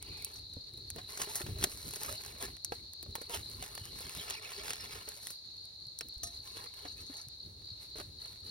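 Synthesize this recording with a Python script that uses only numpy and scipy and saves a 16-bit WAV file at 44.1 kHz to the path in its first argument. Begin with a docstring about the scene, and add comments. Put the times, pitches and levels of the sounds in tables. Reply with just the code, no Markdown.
"""A fire pit and crickets

A wood fire burns in a steel pit in a yard, an arm's length away. Its flames flutter and flare,
and pockets of gas burst in the wood with a snap. Steel tongs rake the embers and drag a log
through them: charcoal grinds, squeaks and knocks, and the steel rings. Crickets chirp all round
by rubbing their wings, a few close by and the rest far off."""
import sys
import numpy as np
from scipy import signal
from scipy.fft import rfft, irfft
from scipy.io import wavfile
from scipy.ndimage import uniform_filter1d, map_coordinates

SR = 44100
rng = np.random.default_rng(int(sys.argv[2]) if len(sys.argv) > 2 else 0)


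def dump_mix(stems):
    """Bounce the given channels to the path in sys.argv[1] as a 16-bit WAV at rate SR."""
    frames = np.atleast_2d(stems).T  # one column per channel
    limited = np.clip(frames, -1, 1)  # hard clip at full scale
    pcm = np.round(limited * 32767).astype(np.int16)
    wavfile.write(sys.argv[1], SR, pcm)


N = 374850
TIME = np.arange(N) / SR


def undb(db):
    """Turn decibels into a number to multiply a sound by."""
    return 10 ** (np.asarray(db) / 20)


def unit(x):
    """Scale a signal so that its average strength (rms) is 1."""
    return x / np.sqrt(np.mean(x ** 2))


def noise(size):
    """Two rows of noise: one for sound that arrives straight, one for sound blurred by the pit's walls."""
    return rng.standard_normal((2, size))


def straight(x):
    """Put a sound in the straight row and leave the blurred row silent."""
    return np.outer([1, 0], x)


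def curve(points):
    """Join (time, value) points with straight lines."""
    return np.interp(TIME, *np.transpose(points))


def across(points):
    """Spread (frequency, value) points over every frequency in the sound."""
    hz, value = np.transpose(points)
    return np.interp(np.log(np.fft.rfftfreq(N, 1 / SR) + 1), np.log(hz), value)


def colour(x, spectrum):
    """Make some frequencies louder and others softer, then scale to strength 1."""
    return unit(irfft(rfft(x) * undb(across(spectrum)), N))


def resonate(x, hz, q):
    """Favour the frequencies near hz; a higher q rings longer."""
    hz = min(hz, SR * .42)
    return signal.lfilter(*signal.iirpeak(hz, max(q, hz / (SR * .4)), fs=SR), x)


def fade(t, t60):
    """Die away by 60 dB every t60 seconds (the fade time)."""
    return np.exp(-np.log(1000) * t / max(t60, 1e-4))


def wander(rate):
    """A random wobble of strength 1 that takes a new direction rate times a second."""
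    hold = int(SR / rate)
    steps = np.repeat(rng.standard_normal(N // hold + 1), hold)
    return unit(uniform_filter1d(steps, hold)[:N])


def add(out, s, sound):
    """Mix a sound into out, starting at s seconds."""
    i = int(np.clip(s * SR, 0, N - 1))
    out[..., i:i + sound.shape[-1]] += sound[..., :N - i]


def swells(events, attack_s, t60):
    """A loudness curve in which each (start, length, level) event rises, holds and dies away."""
    power, t = np.zeros(N), TIME[:SR]
    for s, length, db in events:
        shape = np.minimum(t / attack_s, 1) * fade(np.maximum(t - length, 0), t60)
        add(power, s, (undb(db) * shape) ** 2)
    return np.sqrt(power)


def grains(rate, spread_db, t60):
    """Tiny random breaks, about rate a second, each a burst of noise: many weak, a few strong."""
    size = undb(spread_db * np.minimum(rng.exponential(size=N), 4))
    breaks = rng.random(N) < rate / SR
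    energy = signal.lfilter([1], [1, -fade(1 / SR, t60) ** 2], breaks * size ** 2 + 1e-12)
    return np.sqrt(energy) * noise(N)


def echoes(pair, t60):
    """Many small reflections smear each row of a sound into a fading tail."""
    t = TIME[:SR // 2]
    tails = noise(len(t)) * fade(t, t60)
    return np.array([signal.fftconvolve(row, tail / np.linalg.norm(tail))[:N]
                     for row, tail in zip(pair, tails)])


# tone of the outdoor air: f/Hz, level/dB
AIR_SPECTRUM = [(20, -18), (45, 8), (100, 15), (250, 2), (500, 2.5), (1000, 1.5), (1800, -31), (2800, -38),
                (6000, 0), (10000, -7.5), (16000, -12)]

def air():
    """The open air of the yard is a faint, steady rumble and hiss."""
    return colour(noise(N), AIR_SPECTRUM) * undb(-66.5)


# how strongly the draught feeds the flames: t/s, level/dB
DRAUGHT = [(0, -55.5), (1.2, -60.5), (3.0, -59), (3.4, -57.5), (3.7, -53), (4.3, -67.5), (5.0, -55),
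           (5.5, -67.5), (5.95, -65), (6.3, -60), (8.5, -62)]
# flames flaring up: t/s, length/s, level/dB
FLARES = [(0.76,0.049,-56), (0.92,0.065,-51.5), (1.42,0.23,-46.5), (1.83,0.086,-48), (2.06,0.059,-50),
          (2.3,0.049,-53.5), (2.43,0.11,-51.5), (4.04,0.022,-46), (4.15,0.05,-49), (4.92,0.094,-59),
          (6.02,0.058,-55.5), (7.47,0.038,-57), (7.97,0.13,-57.5)]
# tone of the low flames and of the flares: f/Hz, level/dB
FLAME_SPECTRUM = [(20, -40), (32, -47), (50, 1.5), (75, 3), (100, 4), (150, -8), (250, -11.5), (400, -11),
                  (700, -31), (2000, -36.5)]
FLARE_SPECTRUM = [(20, -42), (32, -40), (50, 0), (100, 1.5), (150, -5), (250, -10.5), (400, -11),
                  (700, -32), (2000, -32)]

def flames():
    """Swirling gas flutters on a slow draught; now and then it flares and burns more evenly."""
    flame_flutter_db, flare_flutter_db = 4.5, 2.5
    burning = colour(noise(N), FLAME_SPECTRUM) * undb(curve(DRAUGHT) + flame_flutter_db * wander(14))
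    flaring = colour(noise(N), FLARE_SPECTRUM) * undb(flare_flutter_db * wander(20))
    return (burning + flaring * swells(FLARES, attack_s=.024, t60=.18)) * undb(-1)


def crumbs():
    """Small hard bits of charcoal click together, each ringing briefly at its own pitch."""
    per_second, low_hz, high_hz = 170, 548, 4495
    out, t = np.zeros(N), TIME[:SR // 25]
    for when, softness, pitch in rng.random((int(per_second * N / SR), 3)):
        hz = low_hz * (high_hz / low_hz) ** pitch
        db = -2.5 * np.log(softness + .043)
        add(out, when * N / SR, undb(db) * np.sin(2 * np.pi * hz * t) * fade(t, t60=.038))
    return straight(unit(out))


# strokes of the tongs and log through the embers: t/s, length/s, scrape level/dB, crackle level/dB
STROKES = [(0,0.37,-62.5,-70), (0.16,0.21,-67.5,-63), (0.637,0.6,-75.5,-84), (0.997,0.084,-68,-66),
           (1.071,0.15,-56,-53.5), (1.185,0.035,-43.5,-45.5), (1.272,0.13,-52,-47), (1.45,0.17,-61.5,-66),
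           (1.581,0.07,-50.5,-47), (1.67,0.36,-62.5,-52.5), (1.995,0.13,-50,-47), (2.187,0.14,-54.5,-57),
           (2.36,0.076,-57.5,-58), (2.39,0.059,-50,-52), (2.706,0.049,-59.5,-58), (3.145,0.18,-62,-65),
           (3.289,0.073,-46,-47), (3.37,0.7,-61.5,-59.5), (3.608,0.032,-54,-50), (3.943,0.26,-55.5,-56),
           (4.146,0.068,-57,-51.5), (4.218,0.13,-53,-56.5), (4.408,0.29,-53,-60), (4.621,0.087,-49.5,-53),
           (4.743,0.27,-55.5,-58.5), (5.033,0.15,-61.5,-57.5), (5.199,0.11,-78,-53.5),
           (6.253,0.12,-66.5,-64.5), (6.415,0.15,-62,-61.5), (6.543,0.1,-55,-60.5), (6.721,0.17,-60,-64),
           (6.956,0.055,-62.5,-61), (7.083,0.11,-58,-70), (7.557,0.27,-74,-87), (7.789,0.066,-67.5,-63),
           (7.95,0.049,-55.5,-56), (8.189,.14,-61,-63), (8.426,0.063,-64.5,-64.5)]
# tone of the gritty scrape and of the fine crackle: f/Hz, level/dB
SCRAPE_SPECTRUM = [(120, 3.5), (300, -7.5), (420, 10.5), (600, -6.5), (900, 7.5), (1500, 1), (2200, 3),
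                   (3500, 1.5), (5500, 2), (8000, 1.5), (16000, -6)]
CRACKLE_SPECTRUM = [(1500, -3.5), (3500, -5), (5500, 2.5), (8000, 2), (11000, 2), (14000, 2.5),
                    (16000, -13)]

def embers():
    """Raked charcoal grinds and crackles, and its hollow lumps ring; left alone, it ticks faintly."""
    bite_s, settle_s = .026, .24  # the tongs bite, then the coals trickle to rest
    scraping = swells(((s, length, db) for s, length, db, _ in STROKES), bite_s, settle_s)
    crackling = swells(((s, length, db) for s, length, _, db in STROKES), bite_s, settle_s)
    catching = undb(1.5 * wander(55))  # each stroke catches and slips at random
    grit = grains(rate=1500, spread_db=3.4, t60=.006)
    sparks = grains(rate=2600, spread_db=3.3, t60=.0035)
    ticks = grains(rate=90, spread_db=4, t60=.003)

    lumps = sum(resonate(grit, hz, q=10) * undb(4.5 * wander(28)) * (-1) ** k
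                for k, hz in enumerate(np.geomspace(400, 4000, num=20)))
    grinding = colour(unit(grit) + undb(-1.5) * unit(lumps), SCRAPE_SPECTRUM)
    crumbling = unit(grinding + undb(-6) * crumbs())
    crunches = grains(rate=55, spread_db=2.6, t60=.02)  # bigger lumps give way one by one
    scrape = unit(crumbling + undb(-3) * colour(crunches, SCRAPE_SPECTRUM))
    splinters = grains(rate=90, spread_db=2.6, t60=.005)
    crackle = colour(unit(sparks) + undb(-3) * unit(splinters), CRACKLE_SPECTRUM)

    # hypot keeps a whisper of each going between strokes
    scrape *= np.hypot(scraping, undb(-96)) * undb(2.5)
    crackle *= np.hypot(crackling, undb(-86)) * undb(3)
    return (scrape + crackle) * catching + colour(ticks, CRACKLE_SPECTRUM) * undb(-78)


# charcoal and steel slipping: t/s, length/s, level/dB, f/Hz, wobble as a share of the pitch
SQUEAKS = [(0,0.38,-53.5,2444,0.053), (0,0.2,-56,2850,0.092), (3.756,0.22,-55,3000,0.061),
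           (1.274,0.066,-46,880,0.058), (2.075,0.1,-45.5,616,0.034), (2.077,0.025,-33,1230,0.051),
           (4.162,0.098,-44.5,3160,0.043), (4.164,0.061,-41,3900,0.042), (4.314,0.07,-46,2690,0.08),
           (4.345,0.066,-45,2300,.07), (4.43,0.049,-41,2740,0.047), (4.545,0.047,-50,4750,.04),
           (4.77,0.076,-47,5220,0.04), (6.965,0.068,-58,1235,.03), (6.96,0.057,-53,2430,0.071),
           (7.159,0.075,-55,5760,.003)]

def squeaks():
    """Surfaces stick and slip, making short tones of shaky pitch and strength."""
    out = np.zeros(N)
    waver, grip = wander(500), undb(3 * wander(250) - 1.5)
    for s, length, db, hz, wobble in SQUEAKS:
        part = slice(int(s * SR), int((s + length) * SR))
        pitch_hz = hz * (1 + wobble * waver[part])
        tone = np.sin(2 * np.pi * np.cumsum(pitch_hz) / SR)
        add(out, s, undb(db) * np.hanning(len(tone)) * grip[part] * tone)
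    return out


def cricket(first, last, period, length, db, pitch_hz, left_delay):
    """A chirp is a handful of wing strokes, each a tone that falls steeply as the wing slows."""
    wing_hz, pitch_fall, jitter_s = 66, .25, .006
    strokes = np.cumsum(wing_hz * (1 + .015 * wander(14))) / SR
    progress = strokes % 1  # runs from 0 to 1 in each stroke
    hz = pitch_hz * (1 + pitch_fall * (.5 - progress) + .012 * wander(10))
    strong_then_weak = 1 + .42 * np.cos(np.pi * (strokes - .5))
    pulses = np.sin(np.pi * progress) ** 2 * strong_then_weak * undb(wander(40))
    tone = np.sin(2 * np.pi * (np.cumsum(hz) / SR - np.outer([left_delay, 0], hz)))
    chirping, chirp = np.zeros(N), signal.windows.tukey(int(length * SR), .7)
    for s in np.arange(first, last + period / 2, period):
        add(chirping, s - length / 2 + jitter_s * rng.standard_normal(), chirp)
    return undb(db) * chirping * unit(pulses * tone)


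# runs of nearby chirps: first t/s, last t/s, period/s, chirp length/s, level/dB, f/Hz, left delay/s
CHIRP_RUNS = [(0.11, 1.39, .256, .17, -54.5, 4350, .00049), (1.66, 5.37, .2645, .16, -53.5, 4340, .00049),
              (5.615, 8.48, .26, .15, -52.5, 4330, .00049), (0.492, 2.42, .274, .16, -53, 4010, .00049),
              (3.16, 3.46, .29, .15, -53, 4010, .00049), (5.52, 8.5, .271, .17, -56, 4070, .00049),
              (0.2, 8.5, .301, .28, -63, 4160, .00025)]
# tone of the far crickets: f/Hz, level/dB
CHORUS_SPECTRUM = [(2500, -28), (3300, -23.5), (3700, -7), (4000, 1.5), (4400, 4), (4800, -14), (5300, -16),
                   (5800, -33.5), (6800, -18.5), (7700, -104), (9000, -33), (12000, -68)]

def crickets():
    """Near crickets each keep their own pitch and beat; the far ones blend into one high buzz."""
    near = undb(1.14) * sum(cricket(*run) for run in CHIRP_RUNS)
    far = colour(noise(N), CHORUS_SPECTRUM) * undb(-52 + 2.04 * wander(30))
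    chorus = near + undb(-9.5) * echoes(near, t60=.15) + far
    return chorus * undb([[.5], [-.5]])  # a little louder on the left


def unit_burst(x):
    """Scale each row so that its loudest millisecond has strength 1."""
    power = uniform_filter1d(x ** 2, SR // 1000)
    return x / np.sqrt(power.max(axis=1, keepdims=True))


# the wood snapping: t/s, level/dB, boost of the log's own sound/dB, middle of the crack f/Hz, fade/s
SNAPS = [(0.026,-28.5,-14.5,9100,0.0076), (0.223,-36,-22,11100,0.0087), (0.247,-18,-33,12500,0.0036),
         (0.342,-38,-22,11300,.008), (0.499,-49,-22,10100,.005), (0.535,-44,-10,8900,0.024),
         (0.737,-43.5,-11,10000,0.0039), (0.775,-41.5,-20,11500,.006), (0.9026,-24.5,-15,7160,0.0076),
         (0.961,-36,-18,9200,.01), (1.112,-44,-23,12000,.008), (1.174,-30.5,-4.5,6960,0.037),
         (1.2169,-23,-4.5,6800,0.039), (1.355,-23,-11,10500,0.089), (1.3948,-38,-19,9500,.009),
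         (1.417,-36.5,4.5,6000,.008), (1.5863,-35,-7,10000,0.0076), (1.627,-32,2.5,6500,0.0075),
         (1.6398,-14,-5.5,9130,0.018), (1.6428,-25,4.5,7200,0.0056), (1.8804,-32,-9,10000,.006),
         (1.936,-26.5,-6.5,12600,0.0045), (1.959,-28,-11,7900,0.029), (2.033,-24.5,-12,9000,0.011),
         (2.1274,-37,-6,8700,.008), (2.249,-36,-3,9550,.007), (2.262,-34,-7,9000,0.0093),
         (2.5672,-48,7.5,7500,0.0053), (2.647,-20,-21,6840,0.015), (2.9342,-35.5,-15.5,11400,.008),
         (3.028,-34,-10,10300,0.02), (3.11,-47,-22,11500,.007), (3.153,-29,-13,11400,0.039),
         (3.216,-34.5,-22,7640,0.035), (3.296,-34,-9,10900,0.011), (3.3457,-29.5,-11,9770,0.011),
         (3.499,-36,-12,11300,0.0082), (3.516,-40,-13,9740,.006), (3.625,-30.5,-6,7360,0.017),
         (3.6618,-36,-6,9500,.007), (3.752,-31,-7,10400,0.012), (4.006,-33,-12,10000,0.0066),
         (4.095,-33,-5,10500,.011), (4.15,-30.5,-7,10600,0.0092), (4.2999,-25,-7.5,8400,0.009),
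         (4.3067,-25.5,-1,7940,0.0094), (4.681,-34.5,4.5,5800,.012), (4.7054,-27,2,7360,0.014),
         (4.7332,-29.5,1,6500,0.015), (4.757,-36,-8,10000,.006), (4.9358,-36,-11,9500,0.0054),
         (5.088,-29.5,-17,9200,0.025), (5.27,-28,-5.5,8900,0.0061), (5.3054,-36,-8,11100,0.041),
         (5.641,-47,-30,10000,.006), (5.654,-40.5,-27,10000,0.006), (5.869,-45,-24,9000,0.0072),
         (5.9885,-27,-35,8700,0.0085), (6.0094,-27,-1,6300,0.0072), (6.0858,-34.5,-19,11200,0.0089),
         (6.1405,-45,-24,10000,.005), (6.181,-40,-20,9000,.008), (6.453,-48,-15,9970,.007),
         (6.5207,-41,-12,9000,.007), (6.578,-35,-11,8500,.008), (6.739,-45,-2,9500,.008),
         (7.285,-37,-16.5,10200,.007), (7.6556,-49,-22,10000,.005), (7.902,-48,-20,10000,.006),
         (7.9842,-40,0,7500,.01), (8.4044,-47,-24,9940,.006)]

def snaps():
    """A gas pocket bursts: fibres tear, a splinter pings and the log sounds under the crack."""
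    out, t = np.zeros((2, N)), TIME[:SR // 20]
    cut_lows = signal.butter(4, 3900, "high", fs=SR, output="sos")  # thin fibres give off no lows
    for s, db, body_db, hz, t60 in SNAPS:
        tear = resonate(noise(len(t)) * fade(t, t60), hz, q=1)
        crack = unit_burst(signal.sosfilt(cut_lows, resonate(tear, hz, q=.82)))
        body = unit_burst(resonate(noise(len(t)) * fade(t, t60=.019), hz=1930, q=.42))
        ping = straight(np.sin(2 * np.pi * .87 * hz * t) * fade(t, t60=.044))
        add(out, s, undb(db) * (undb(-5.5) * crack + undb(body_db - 3.5) * body + undb(-20) * ping))
    return out


# the notes the tongs ring with: f/Hz, level/dB, fade/s
STEEL_NOTES = [(690,-14,0.19), (1240,-15.5,0.2), (1320,-17,0.12), (1820,-12.5,0.086), (3460,-17,.12),
               (5380,-13,.14), (5460,-5,0.12), (6080,-1.5,0.084), (6300,0,0.088), (8160,-9,0.17),
               (8721,-13,.17), (8900,-17,0.1), (9900,-14,0.17), (10700,-11,0.13), (11000,-13,.1),
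               (11300,-16,0.15)]

def steel(grip):
    """Ringing steel, one row per note; a tighter grip raises the pitch, most of all for high notes."""
    t, full_rise_hz = TIME[:SR // 2], 5000
    notes = []
    for hz, db, t60 in STEEL_NOTES:
        gripped_hz = hz * (1 + grip * min(hz / full_rise_hz, 1))
        notes.append(undb(db) * np.sin(2 * np.pi * gripped_hz * t) * fade(t, t60))
    return np.array(notes)


# the tongs striking: t/s, level/dB, grip (the share by which the high notes rise)
CLINKS = [(0.3591, -42, 0), (1.356, -28.5, 0.002), (5.2684, -48, 0.008), (6.2333, -25, 0),
          (6.2375, -31.5, 0.016), (6.2707, -35, 0.0021), (7.003, -45, 0.031), (7.1, -55, .055),
          (7.1682, -40.5, .055), (7.214, -43, .055)]

def tong_clinks():
    """The steel arms clack and ring, a little differently at each spot where they hit."""
    out, t = np.zeros((2, N)), TIME[:SR // 2]
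    for s, db, grip in CLINKS:
        note_gains = undb(1.5 * rng.standard_normal(len(STEEL_NOTES)))
        ring = straight(note_gains @ steel(grip))
        clack = resonate(noise(len(t)) * fade(t, t60=.027), hz=7800, q=1.6)
        add(out, s, undb(db - 11.5) * ring + undb(db - 2) * clack)
    return out


# soft bumps in the fire: t/s, level/dB, f/Hz
THUDS = [(0.563, -24, 89), (0.921, -29, 86), (1.437, -21.5, 108), (1.488, -26, 95), (1.519, -23, 70),
         (1.556, -23, 79), (1.59, -23, 100), (2.428, -30.5, 244), (3.812, -24.5, 93), (4.052, -34, 116),
         (4.152, -34, 70.0), (4.942, -33, 77), (5.866, -34.5, 109), (6.166, -28, 55.4), (7.095, -28.5, 274),
         (7.269, -31.5, 113), (7.714, -29.5, 104)]

def thuds():
    """Flame and shifting fuel make low bumps that swell and die within a few vibrations."""
    out, t, rise_s = np.zeros(N), TIME[:SR // 5], .0058
    bump = t / rise_s * np.exp(1 - t / rise_s)
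    for s, db, hz in THUDS:
        add(out, s, undb(db - 15) * bump * np.sin(2 * np.pi * hz * t))
    return out


# logs and charcoal bumping together: t/s, level/dB, lowest note f/Hz, fade/s, boost of the crumbling/dB
KNOCKS = [(0.568,-35.5,303,0.051,-29), (0.961,-36,456,0.075,-8), (0.983,-42,834,0.12,4),
          (1.103,-51,630,.05,7), (1.174,-44,776,0.042,5), (1.199,-36,1220,0.046,3),
          (1.273,-36,428,0.085,-6), (1.408,-32,400,0.056,-12), (1.464,-37.5,383,0.054,4),
          (1.487,-42.5,420,.12,-19), (1.566,-41,393,.14,-10), (1.640,-28,397,0.068,-10),
          (1.671,-39,304,.05,-12), (1.963,-41,458,0.063,2.5), (2.016,-36,895,0.11,-14),
          (2.046,-40,655,0.05,5), (2.089,-36,605,0.085,-18), (2.261,-40,830,0.049,-16),
          (2.362,-43.5,636,0.025,1), (2.403,-41,716,0.13,-6), (2.483,-40,710,0.037,-8),
          (2.7211,-26.5,478,0.043,-7), (2.7218,-25,805,0.045,-24), (3.031,-43,370,0.048,-12),
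          (3.063,-42.5,557,0.024,-7), (3.154,-28.5,870,0.043,-2.5), (3.182,-38,526,.035,-10),
          (3.215,-37.5,443,0.053,-1.5), (3.297,-36,495,0.1,-19), (3.345,-35.5,736,0.049,-6),
          (3.6253,-33,727,0.045,-22), (3.777,-40,720,0.021,9.5), (3.841,-65,610,0.03,9),
          (4.006,-37,515,0.032,-17), (4.304,-43.5,1067,0.13,6), (4.7075,-42,940,0.021,13),
          (4.952,-44.5,488,0.18,4.5), (5.077,-42,438,0.11,2), (5.166,-51,596,0.034,-4),
          (6.01,-42.5,450,0.052,4), (6.569,-43.5,420,.04,0), (6.661,-40,1230,0.044,-4),
          (6.851,-40.5,290,0.1,0), (6.853,-38.5,792,0.083,-8), (7.1,-46,567,0.031,-11),
          (7.956,-39,427,0.072,-4), (7.986,-40.5,328,0.055,-6), (7.999,-36.5,420,0.056,1.5),
          (8.007,-38,650,0.043,-12), (8.255,-53,630,0.059,4)]
# the notes of a charred lump: multiple of its lowest note, level/dB
WOOD_NOTES = [(1.002, -0.5), (1.45, -6), (1.95, -9.5), (2.9, -16)]

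def knocks():
    """Charred wood rings only briefly when it is hit, and crumbs break off at the spot."""
    out, t = np.zeros((2, N)), TIME[:SR // 4]
    for s, db, hz, t60, crumble_db in KNOCKS:
        detunes = 1 + .07 * rng.standard_normal(len(WOOD_NOTES))
        ring = sum(undb(note_db) * np.sin(2 * np.pi * hz * ratio * detune * t)
                   for (ratio, note_db), detune in zip(WOOD_NOTES, detunes))
        crumbling = unit(resonate(noise(len(t)), hz=850, q=.3))
        knock = undb(-5) * straight(ring) + undb(crumble_db - 6.5) * crumbling
        add(out, s, undb(db) * knock * fade(t, t60))
    return out


# how loudly the log drags: t/s, level/dB
LOG_DRAG = [(3.7,-87), (3.82,-70), (4.15,-57.5), (4.35,-48), (4.42,-55), (4.62,-49.5), (4.9,-53),
            (4.98,-52.5), (5.06,-74), (5.35,-92)]
# the notes the log rings with: f/Hz, level/dB
LOG_NOTES = [(431,-7), (646,-5), (880,-20), (1360,3), (1800,1), (2340,3.5), (2750,1), (3400,4.5), (4800,-3),
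             (5180,5.5)]

def dragged_log():
    """The log sticks and slips over the coals; as it shifts, now one note rings out and now another."""
    slips = grains(rate=450, spread_db=3.8, t60=.002)
    ring = sum(undb(db + 3 * wander(25)) * unit(resonate(slips, hz, q=15)) for hz, db in LOG_NOTES)
    position = np.cumsum(1 + .03 * wander(9))  # the pitch drifts as the log's support moves
    drifting = np.array([map_coordinates(row, [position], mode="mirror") for row in ring])
    return unit(drifting) * undb(curve(LOG_DRAG) + .5)


# the tongs sliding along the log: t/s, length/s, level/dB, grip (the share by which the high notes rise)
SLIDES = [(6.283, 0.32, -85.5, 0), (6.58, 0.54, -93, .025), (7.087, 0.11, -78.5, .055)]

def tong_slides():
    """Many tiny slips along the log make the steel sing faintly."""
    out = np.zeros(N)
    slips = unit(grains(rate=270, spread_db=6.5, t60=.00074)[0])
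    for s, length, db, grip in SLIDES:
        rubbing = swells([(s, length, db)], attack_s=.071, t60=.086) * slips
        out += signal.fftconvolve(rubbing, steel(grip).sum(axis=0))[:N]
    return straight(out)


# how far the left microphone's wave runs ahead of the right's: f/Hz, phase/rad
LEFT_LEAD = [(60, 0), (250, -.15), (500, -.8), (1000, -2.3), (1400, -3.3), (1800, -5.2), (2400, -4.4),
             (4200, -6.1), (5500, -5.3), (7100, -3.2), (7900, -3.05), (9700, -.1), (11000, .1),
             (13000, 3.05), (14300, 3.3), (15800, 6.1)]
# how much louder the left is than the right: f/Hz, level/dB
LEFT_BALANCE = [(200, 0), (700, 1), (1350, -11.5), (2000, -1.5), (3500, -1), (5000, 0)]
# how alike the two sides are: f/Hz, likeness from 0 to 1
LIKENESS = [(80, 1), (300, 0.7), (900, 0.7), (1500, 0.03), (3000, 0.75), (5000, 1), (7400, 1), (8800, 0.9),
            (10300, 0.86), (12000, 0.72), (13600, 1), (15500, 0.23)]

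def microphones(pair):
    """Left and right each hear the straight and the blurred sound with their own timing and level."""
    likeness = np.clip(across(LIKENESS), 0, 1)
    direct, blurred = rfft(pair) * np.sqrt([(1 + likeness) / 2, (1 - likeness) / 2])
    balance = undb(across(LEFT_BALANCE))
    left = (direct + blurred) * balance * np.exp(1j * across(LEFT_LEAD))
    right = direct - blurred
    return irfft(np.array([left, right]) * np.sqrt(2 / (1 + balance ** 2)), N)


def scene():
    """Fire and tongs close by, a faint echo from the yard, crickets and outdoor air behind."""
    fire = snaps() + knocks() + tong_clinks() + tong_slides() + embers() + dragged_log()
    tones = straight(squeaks() + thuds())
    yard_echo = echoes(fire, t60=.06) * undb(-17)
    return microphones(fire + tones + air() + flames()) + yard_echo + crickets()


def record(dry):
    """Cut away the very highest treble."""
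    top_hz = 16100
    return signal.sosfilt(signal.ellip(10, .2, 80, top_hz, fs=SR, output="sos"), dry)


dry = scene()
out = record(dry)
dump_mix(out)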